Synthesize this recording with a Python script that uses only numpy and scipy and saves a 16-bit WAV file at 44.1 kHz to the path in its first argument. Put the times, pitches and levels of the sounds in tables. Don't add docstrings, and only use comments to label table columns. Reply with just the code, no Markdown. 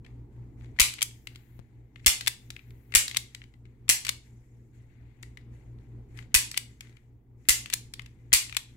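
import sys
import numpy as np
from scipy import signal
from scipy.fft import rfft, irfft
from scipy.io import wavfile
from scipy.ndimage import uniform_filter1d

SR = 44100
rng = np.random.default_rng(int(sys.argv[2]) if len(sys.argv) > 2 else 0)


def nominal_scale(level):
    x = np.asarray(level, float) / 20
    return 10 ** x


def output_pcm(signal):
    pcm = np.clip(np.atleast_2d(signal).T, -1, 1) * 32767
    wavfile.write(sys.argv[1], SR, np.round(pcm).astype(np.int16))


N = 386316

# t/s, blow level/dB, treble over mid/dB, signed height of left-port thump, late bounce level/dB
HAMMER_FALLS = [
    (0.7976, -6.5, 1, -0.088, -3),
    (2.0615, -6, 1.5, .08, -2),
    (2.9499, -5.5, 3, .06, -9.5),
    (3.8912, -6.5, 3.5, -.015, -8),
    (6.343, -6, 3, .085, -7.5),
    (7.4868, -6.5, 4.5, .05, -6.5),
    (8.3293, -5.5, 3.5, 0.037, -7),
]
# t/s after the fall, level/dB
HAMMER_BOUNCES = [
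    (.0025, -8),
    (.0046, -4.5),
    (.0064, 1),
    (.0088, -4.5),
]
LATE_BOUNCE_S, THUMP_PEAK_S, FRAME_HZ = .0170, .0198, 2750
SNAP_ROOM_DB = -3.5
# f/Hz, level/dB, t60/s
METAL_MODES = [(3700, -5, 0.0058), (4500, -1, 0.0076), (6200, -16, .006), (7590, 0.5, 0.0089),
               (10000, -3.5, 0.0052), (10970, -1, .006), (13200, -7, .005)]
# f/Hz, level/dB
CRACK_SPECTRUM = [(300, -28.5), (700, -22.5), (1200, -13.5), (2000, -11), (3000, -8.5), (7500, -1.5),
                  (12000, -7.5), (16000, -12.5)]
# t/s, peak level/dB, treble over mid/dB, f/Hz
SEAR = [(0.7885, -23, -14.5, 2108), (1.9587, -42, -19, 2320), (2.0453, -44, -10.5, 2590),
        (2.9218, -36.5, -9.5, 2210), (2.9394, -22.5, -12, 2010), (3.8814, -35.5, -7, 2050),
        (5.2275, -39.5, 18, 3210), (5.2306, -40, -9.5, 2200), (5.372, -40, -10, 2245),
        (6.1734, -46, .5, 2470), (6.1887, -37, -16, 1950), (8.3204, -35, -25.5, 1680)]
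# t/s, peak level/dB, treble over mid/dB, f/Hz
PAWL = [(0.9378, -31.5, 3.5, 2900), (0.984, -39.5, -11, 2310), (0.9885, -35, -14, 3140),
        (1.009, -27.5, -4, 2980), (2.209, -25.5, -3.5, 4350), (2.212, -33.5, 4, 2840),
        (2.2626, -28, -3, 2850), (3.0802, -23, -1.5, 4250), (3.0965, -35, 1, 3740),
        (3.112, -29.5, -6.5, 2780), (3.1461, -27, -9, 2850), (3.1627, -26, -16, 2930),
        (4.0493, -24, 1, 4170), (4.053, -30.5, -13.5, 2840), (4.067, -24, -.5, 2920),
        (4.0815, -28, -6, 2700), (4.0875, -32, -6, 2400), (6.5139, -27, 3.5, 4400),
        (6.5429, -31, -11, 2880), (6.5645, -36, -12, 2900), (6.57, -29, -3, 3200),
        (7.6586, -30, -7.5, 2770), (7.7004, -29, -2, 3150), (8.495, -35, -5, 2820),
        (8.5252, -31.5, -11, 2700), (8.5467, -34.5, -.5, 3260), (8.5494, -37, -25, 2230)]
# t/s, peak level/dB, treble over mid/dB, f/Hz
TRIGGER = [(1.0182, -15.5, -1.5, 3050), (1.0264, -11.5, 12, 3160), (2.2722, -14, -5.5, 3220),
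           (2.2774, -10.5, 4.5, 3550), (3.1692, -11, 3.5, 4140), (3.17, -22, 2.5, 3240),
           (4.0913, -12.5, 1, 3340), (6.5748, -13, 3, 2900), (7.727, -28, -4, 3270),
           (7.7325, -23, -2.5, 3270), (7.7364, -11.5, 8, 3080), (8.567, -13, -1.5, 3120),
           (8.57, -21, 1.5, 3550)]
# t/s, peak level/dB, treble over mid/dB, f/Hz
LATCH = [(1.1105, -48, -2, 3360), (1.2711, -30, -6, 2930), (1.3494, -50, -7, 3680), (1.3578, -38, -4, 3490),
         (2.5038, -29.5, -1.5, 3460), (2.5639, -34, -13, 2750), (2.5921, -45, -18, 2410),
         (2.7058, -50.5, -6, 2213), (3.3477, -31.5, -3.5, 2990), (3.417, -38.5, -26.5, 2560),
         (3.4386, -46.5, -10, 2660), (6.8074, -31.5, -1, 2780), (6.8711, -52, -16, 2850),
         (6.8944, -56, -2, 2630), (6.968, -50, -6, 2330), (7.9372, -29.5, 1, 3720),
         (7.9941, -29.5, -14.5, 2630), (8.019, -46.5, 3, 3500), (8.0606, -41, -4.5, 2720),
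         (8.0634, -52, -7, 2710)]
# t/s, peak level/dB, f/Hz
TOUCHES = [(0.0462, -52, 2927), (0.0488, -50, 2680), (0.0631, -49, 2130), (0.6091, -56.5, 1540),
           (0.6213, -60, 1260), (0.6441, -54.5, 890), (0.6579, -57, 1040), (0.7637, -56, 1360),
           (0.7686, -57.5, 1040), (1.9952, -58, 1700), (2.0, -56, 2460), (3.5386, -53.5, 1390),
           (3.6537, -55, 1800), (3.6632, -62.5, 2030), (5.412, -61.5, 1660), (5.7861, -60, 770),
           (6.2251, -50.5, 1370), (6.3186, -63.5, 1330), (6.9268, -58, 1950), (7.4524, -57, 2320)]
TOUCH_TREBLE_DB = -13
# left-right level/dB, room share level/dB
PLACES = [
    (6, -10.5),
    (2.5, -9),
    (4.5, -15),
    (2.5, -14),
    (2.5, -11),
]
# t/s, height, decay/s, swing f/Hz
POPS = [
    (1.5925, -0.021, 0.0018, 140),
    (1.5982, -.011, 0.00304, 30),
]
# f/Hz, t60/s
ROOM_DECAY = [(500, 0.47), (1300, 0.26), (3500, 0.32), (9000, .26), (15000, 0.19)]
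# f/Hz, width/Hz, gain level/dB
LEFT_PORT = (2085, 450, 6)
# f/Hz, level/dB
RIGHT_PORT = [(1000, -1), (2400, -6), (4400, 1), (8000, 2.5), (15000, 2)]
# t/s at full pressure, level/dB, treble over mid/dB, time to fade 20 dB/s
STROKES = [(.07, -74, -7, .28), (.33, -79, -6, .9), (.6, -73, -5, .5), (.64, -68, -9, .14),
           (.785, -66, -9, .2), (1.29, -71, -8, .9), (1.59, -73, -14, .17), (1.97, -77, -2, .4),
           (2.04, -71, -3, .2), (2.53, -72, -7, 1.1), (2.91, -73.5, -5, .2), (3.37, -73.5, 0, .3),
           (3.66, -81, -8, 2), (4.3, -80, 1, 1.2), (4.53, -81, -1, .5), (4.75, -74, -5, .4),
           (4.9, -75.5, -11, 3), (5.24, -80, 4, .25), (5.39, -77, -11, .35), (5.54, -72, -6, .4),
           (5.8, -76.5, -7, .8), (6.11, -74, -5, .5), (6.19, -58, -4.5, .08), (6.32, -71, -14, .2),
           (6.83, -66, -5.5, .27), (7.41, -80, 1, .5), (7.48, -67, -6, .2), (7.98, -70, -4, .35),
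           (8.19, -78, -6, 2)]
PRESS_DB_PER_S, REST_DB, REST_TREBLE_DB = 330, -95, -5
RATTLE_DB, RATTLE_TREBLE_DB, RATTLE_S, RATTLE_FADE_S = -73, 0, .36, .26
# f/Hz, level/dB
RUB_MID = [(700, -23.5), (1500, -3), (2200, -3.5), (2900, -8), (4500, -12), (6000, -38)]
# f/Hz, level/dB
RUB_TREBLE = [(3500, -32.5), (5000, -7), (7000, 1.5), (9000, -7.5), (12000, -9), (16000, -20)]
# from t/s, to t/s, level/dB
OVERLOAD = [
    (1.12, 1.59, -76),
    (2.36, 3.25, -77),
    (7.45, 7.85, -85),
]
# f/Hz, level/dB
HISS_SPECTRUM = [(4000, -29.5), (9000, -14.5), (11500, -5), (15100, -0.5), (16300, -5)]
HISS_DB = -92
# t/s, background level/dB
BACKGROUND_LEVEL = [(0.0, -59.5), (0.73, -58.5), (0.83, -63.5), (1.3, -64), (1.85, -66.5), (2.07, -64),
                    (2.46, -65), (3.07, -63), (3.4, -66), (4.1, -64), (4.54, -66.5), (5.02, -65),
                    (5.6, -60), (6.22, -59.5), (6.39, -63), (7.25, -68.5), (7.6, -62.5), (8.76, -66.5)]
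# f/Hz, level per Hz/dB
RUMBLE = [(15, -36.5), (30, -10.5), (60, -3), (90, -6.5), (123, -9.5), (175, -17.5), (242, -10.5),
          (463, -21.5), (560, -34), (863, -31.5), (1190, -40.5), (2500, -53.5), (16000, -67)]
# f/Hz, left-right likeness
LIKENESS = [(60, 0.79), (240, 0.94), (950, 0.41), (3770, 0), (15000, -0.0)]
# f/Hz, left level/dB, right level/dB
HUM = [
    (57.84, -4, -3),
    (62.15, -13, -13),
    (115.67, -1, -3),
    (119.993, 1, 0),
    (231.34, -19, -17),
]
IN_STEP_S = 0.18
HUM_DB = 12.5
# f/Hz, level/dB
BAND_EDGE = [(15700, 0), (16050, -20.5), (16800, -27), (17100, -60)]


def snaps():
    near, far, thump = np.zeros((3, 2, N))
    t = np.arange(3000) / SR
    since_peak = t - THUMP_PEAK_S
    wobble = np.cos(2 * np.pi * 52 * since_peak) * np.exp(-(since_peak / 0.0098) ** 2)
    kick = -np.sin(2 * np.pi * 260 * t) * np.exp(-t / .0016)
    for s, db, treble_db, height, late_db in HAMMER_FALLS:
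        for after_s, bounce_db in [(0, 0)] + HAMMER_BOUNCES + [(LATE_BOUNCE_S, late_db)]:
            x = tick(db + bounce_db, treble_db - 3.0, FRAME_HZ, .0017, -4.0)
            add(near, s + after_s, x * nominal_scale([[1.5], [-1.5]]))
            add(far, s + after_s, x * nominal_scale(SNAP_ROOM_DB))
        add(thump, s, np.outer([1, .08], height * wobble + .12 * kick))
    return near, far, thump


def tick(blow_db, treble_db, part_hz, crack_s, ring_db):
    t, hz = np.arange(1024) / SR, np.fft.rfftfreq(1024, 1 / SR)

    def step(f, edge_hz):
        return np.tanh(np.log((f + 1) / edge_hz) / .25) / 2

    def tilt(f):
        weak_db = 0.21 * (blow_db + 9) * (step(f, 8800) + .5)
        return nominal_scale(treble_db * step(f, 4500) + weak_db)

    part_db = 5.0 * np.exp(-(np.log((hz + 1) / part_hz) / .3) ** 2)
    burst = rfft(rng.standard_normal((2, 1024)) * np.exp(-t / crack_s))
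    burst = burst / np.sqrt(uniform_filter1d(abs(burst) ** 2, size=28))
    crack = irfft(burst * nominal_scale(read(CRACK_SPECTRUM, hz) + part_db) * tilt(hz)) * (t < .018)

    f, db, t60 = np.transpose([(part_hz, 0, .006)] + METAL_MODES)[:, :, None]
    draw = rng.standard_normal((len(f), 4))
    turn = 2 * np.pi * f * (1 + 0.028 * draw[:, :1]) * t
    modes = nominal_scale(db + 3.5 * draw[:, 1:2] - 60 * t / t60) * tilt(f)
    ring = np.array([(modes * np.sin(turn + 2 * draw[:, k:k + 1])).sum(0) for k in (2, 3)])

    x = crack / abs(crack).max() + nominal_scale(ring_db) * ring / abs(ring).max()
    x = x * (1 - np.exp(-t / 0.00054))
    peak = np.sqrt(uniform_filter1d((x ** 2).mean(0), size=44).max())
    return nominal_scale(blow_db - 4.0) * x / peak


def clicks():
    near, far = np.zeros((2, 2, N))
    touches = [(s, db, TOUCH_TREBLE_DB, hz) for s, db, hz in TOUCHES]
    for rows, (pan_db, room_db) in zip((SEAR, PAWL, TRIGGER, LATCH, touches), PLACES):
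        for s, db, treble_db, part_hz in rows:
            x = tick(db, treble_db - 6.5, part_hz, 0.0023, -3)
            add(near, s, x * nominal_scale([[pan_db / 2], [-pan_db / 2]]))
            add(far, s, x * nominal_scale(room_db))
    return near, far


def pops():
    out, t = np.zeros((2, N)), np.arange(800) / SR
    for s, height, decay_s, swing_hz in POPS:
        add(out[0], s, height * np.cos(2 * np.pi * swing_hz * t) * np.exp(-t / (2.94 * decay_s)))
    return out


def room(x):
    out, t, size = np.zeros((2, N)), np.arange(N) / SR, SR // 2
    for k in range(3):
        taps = np.zeros((2, size))
        at = np.arange(120, size - 12, 12) + rng.integers(0, 12, (2, (size - 121) // 12))
        np.put_along_axis(taps, at, rng.choice([-1., 1.], at.shape), 1)
        taps *= 1 - 0.61 * np.exp(-(t[:size] / 0.0069) ** 2)
        hz, s, z = signal.stft(taps, SR, nperseg=128)
        decay = nominal_scale(-60 * s / read(ROOM_DECAY, hz)[:, None])
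        tail = signal.istft(z * decay, SR, nperseg=128)[1]
        turn = np.sqrt(2 / 3) * np.cos(np.pi * (1.7 * t + k / 3))
        out += signal.oaconvolve(x * turn, tail / np.linalg.norm(tail[0]), axes=1)[:, :N]
    return out


def ports(x):
    hz, width, peak_db = LEFT_PORT
    left = x[0] + nominal_scale(peak_db) * signal.lfilter(*signal.iirpeak(hz, hz / width, SR), x[0])
    grid = np.linspace(0, SR / 2, 65)
    colour = signal.firwin2(63, grid, nominal_scale(read(RIGHT_PORT, grid)), fs=SR)
    right = signal.oaconvolve(x[1], colour, "same")
    return np.array([left, right])


def rubbing():
    t, fine = np.arange(0, N / SR, .002), np.arange(N) / SR
    mid = nominal_scale(REST_DB) + 0 * t
    treble = nominal_scale(REST_DB + REST_TREBLE_DB) + 0 * t
    rattles = [(row[0] + RATTLE_S, RATTLE_DB, RATTLE_TREBLE_DB, RATTLE_FADE_S) for row in HAMMER_FALLS]
    for s, db, treble_db, fade_s in STROKES + rattles:
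        mid = np.maximum(mid, stroke(t, s, db, fade_s))
        treble = np.maximum(treble, stroke(t, s, db + treble_db, fade_s))
    hiss = nominal_scale(HISS_DB) + sum(nominal_scale(db) * ((t > a) & (t < b)) for a, b, db in OVERLOAD)
    hiss = uniform_filter1d(hiss, size=7)
    mid, treble, hiss = (np.interp(fine, t, level) for level in (mid, treble, hiss))
    apart = [(100, 0), (20000, 0)]
    mid = mid * nominal_scale([[1.5], [-5.5]]) * noise(RUB_MID, apart, size=256, patchy_db=1.56)
    treble = treble * nominal_scale(1.0) * noise(RUB_TREBLE, apart, size=256, patchy_db=2.4)
    hiss = hiss * nominal_scale([[6.0], [-9.0]]) * noise(HISS_SPECTRUM, apart, size=256, patchy_db=2.0)
    return mid + treble + hiss


def stroke(t, s, db, fade_s):
    return nominal_scale(db - np.where(t < s, PRESS_DB_PER_S * (s - t), 20 * (t - s) / fade_s))


def background():
    t = np.arange(N) / SR
    from_step = t - IN_STEP_S
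    hum = sum(nominal_scale([[left_db], [right_db]]) * np.cos(2 * np.pi * hz * from_step)
              for hz, left_db, right_db in HUM)
    beat_hz = HUM[3][0] - HUM[2][0]
    beat = np.cos(2 * np.pi * beat_hz * from_step)
    rumble = nominal_scale(7.5 + 1.5 * beat) * noise(RUMBLE, LIKENESS, size=1024, patchy_db=1.3)
    s, level_db = np.transpose(BACKGROUND_LEVEL)
    return nominal_scale(np.interp(t, s, level_db)) * (rumble + nominal_scale(HUM_DB) * hum)


def noise(spectrum, likeness, size, patchy_db):
    hz = np.fft.rfftfreq(size, 1 / SR)
    a, b, c, d, patches = rng.standard_normal((N * 4 // size + 5, len(hz), 5), dtype=np.float32).T
    patches = uniform_filter1d(uniform_filter1d(patches, size=8, axis=0), size=10, axis=1)
    same = np.clip(read(likeness, hz), -1, 1)[:, None]
    left = a + 1j * b
    right = same * left + np.sqrt(1 - same ** 2) * (c + 1j * d)
    level_db = read(spectrum, hz)[:, None] + patchy_db * patches / patches.std()
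    z = np.array([left, right]) * nominal_scale(level_db)
    x = signal.istft(z, nperseg=size, noverlap=size * 3 // 4)[1][:, :N]
    return x / x.std()


def read(points, hz):
    f, value = np.transpose(points)
    return np.interp(np.log(hz + 1), np.log(f + 1), value)


def add(mix, s, sound):
    part = mix[..., round(s * SR):][..., :sound.shape[-1]]
    part += sound[..., :part.shape[-1]]


def scene():
    click, click_far = clicks()
    snap, snap_far, thump = snaps()
    gun = click + snap + room(click_far + snap_far)
    return ports(gun + rubbing()) + thump + pops() + background()


def top_cut(x):
    return signal.sosfilt(signal.butter(12, 16980, fs=SR, output="sos"), x)


def record(dry):
    grid = np.linspace(0, SR / 2, 513)
    edge = signal.firwin2(255, grid, nominal_scale(read(BAND_EDGE, grid)), fs=SR)
    limited = 1.457 * np.tanh(dry / 1.488)
    mix = signal.oaconvolve(limited, edge[None], "same")
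    return top_cut(mix)


dry = scene()
out = record(dry)
output_pcm(out)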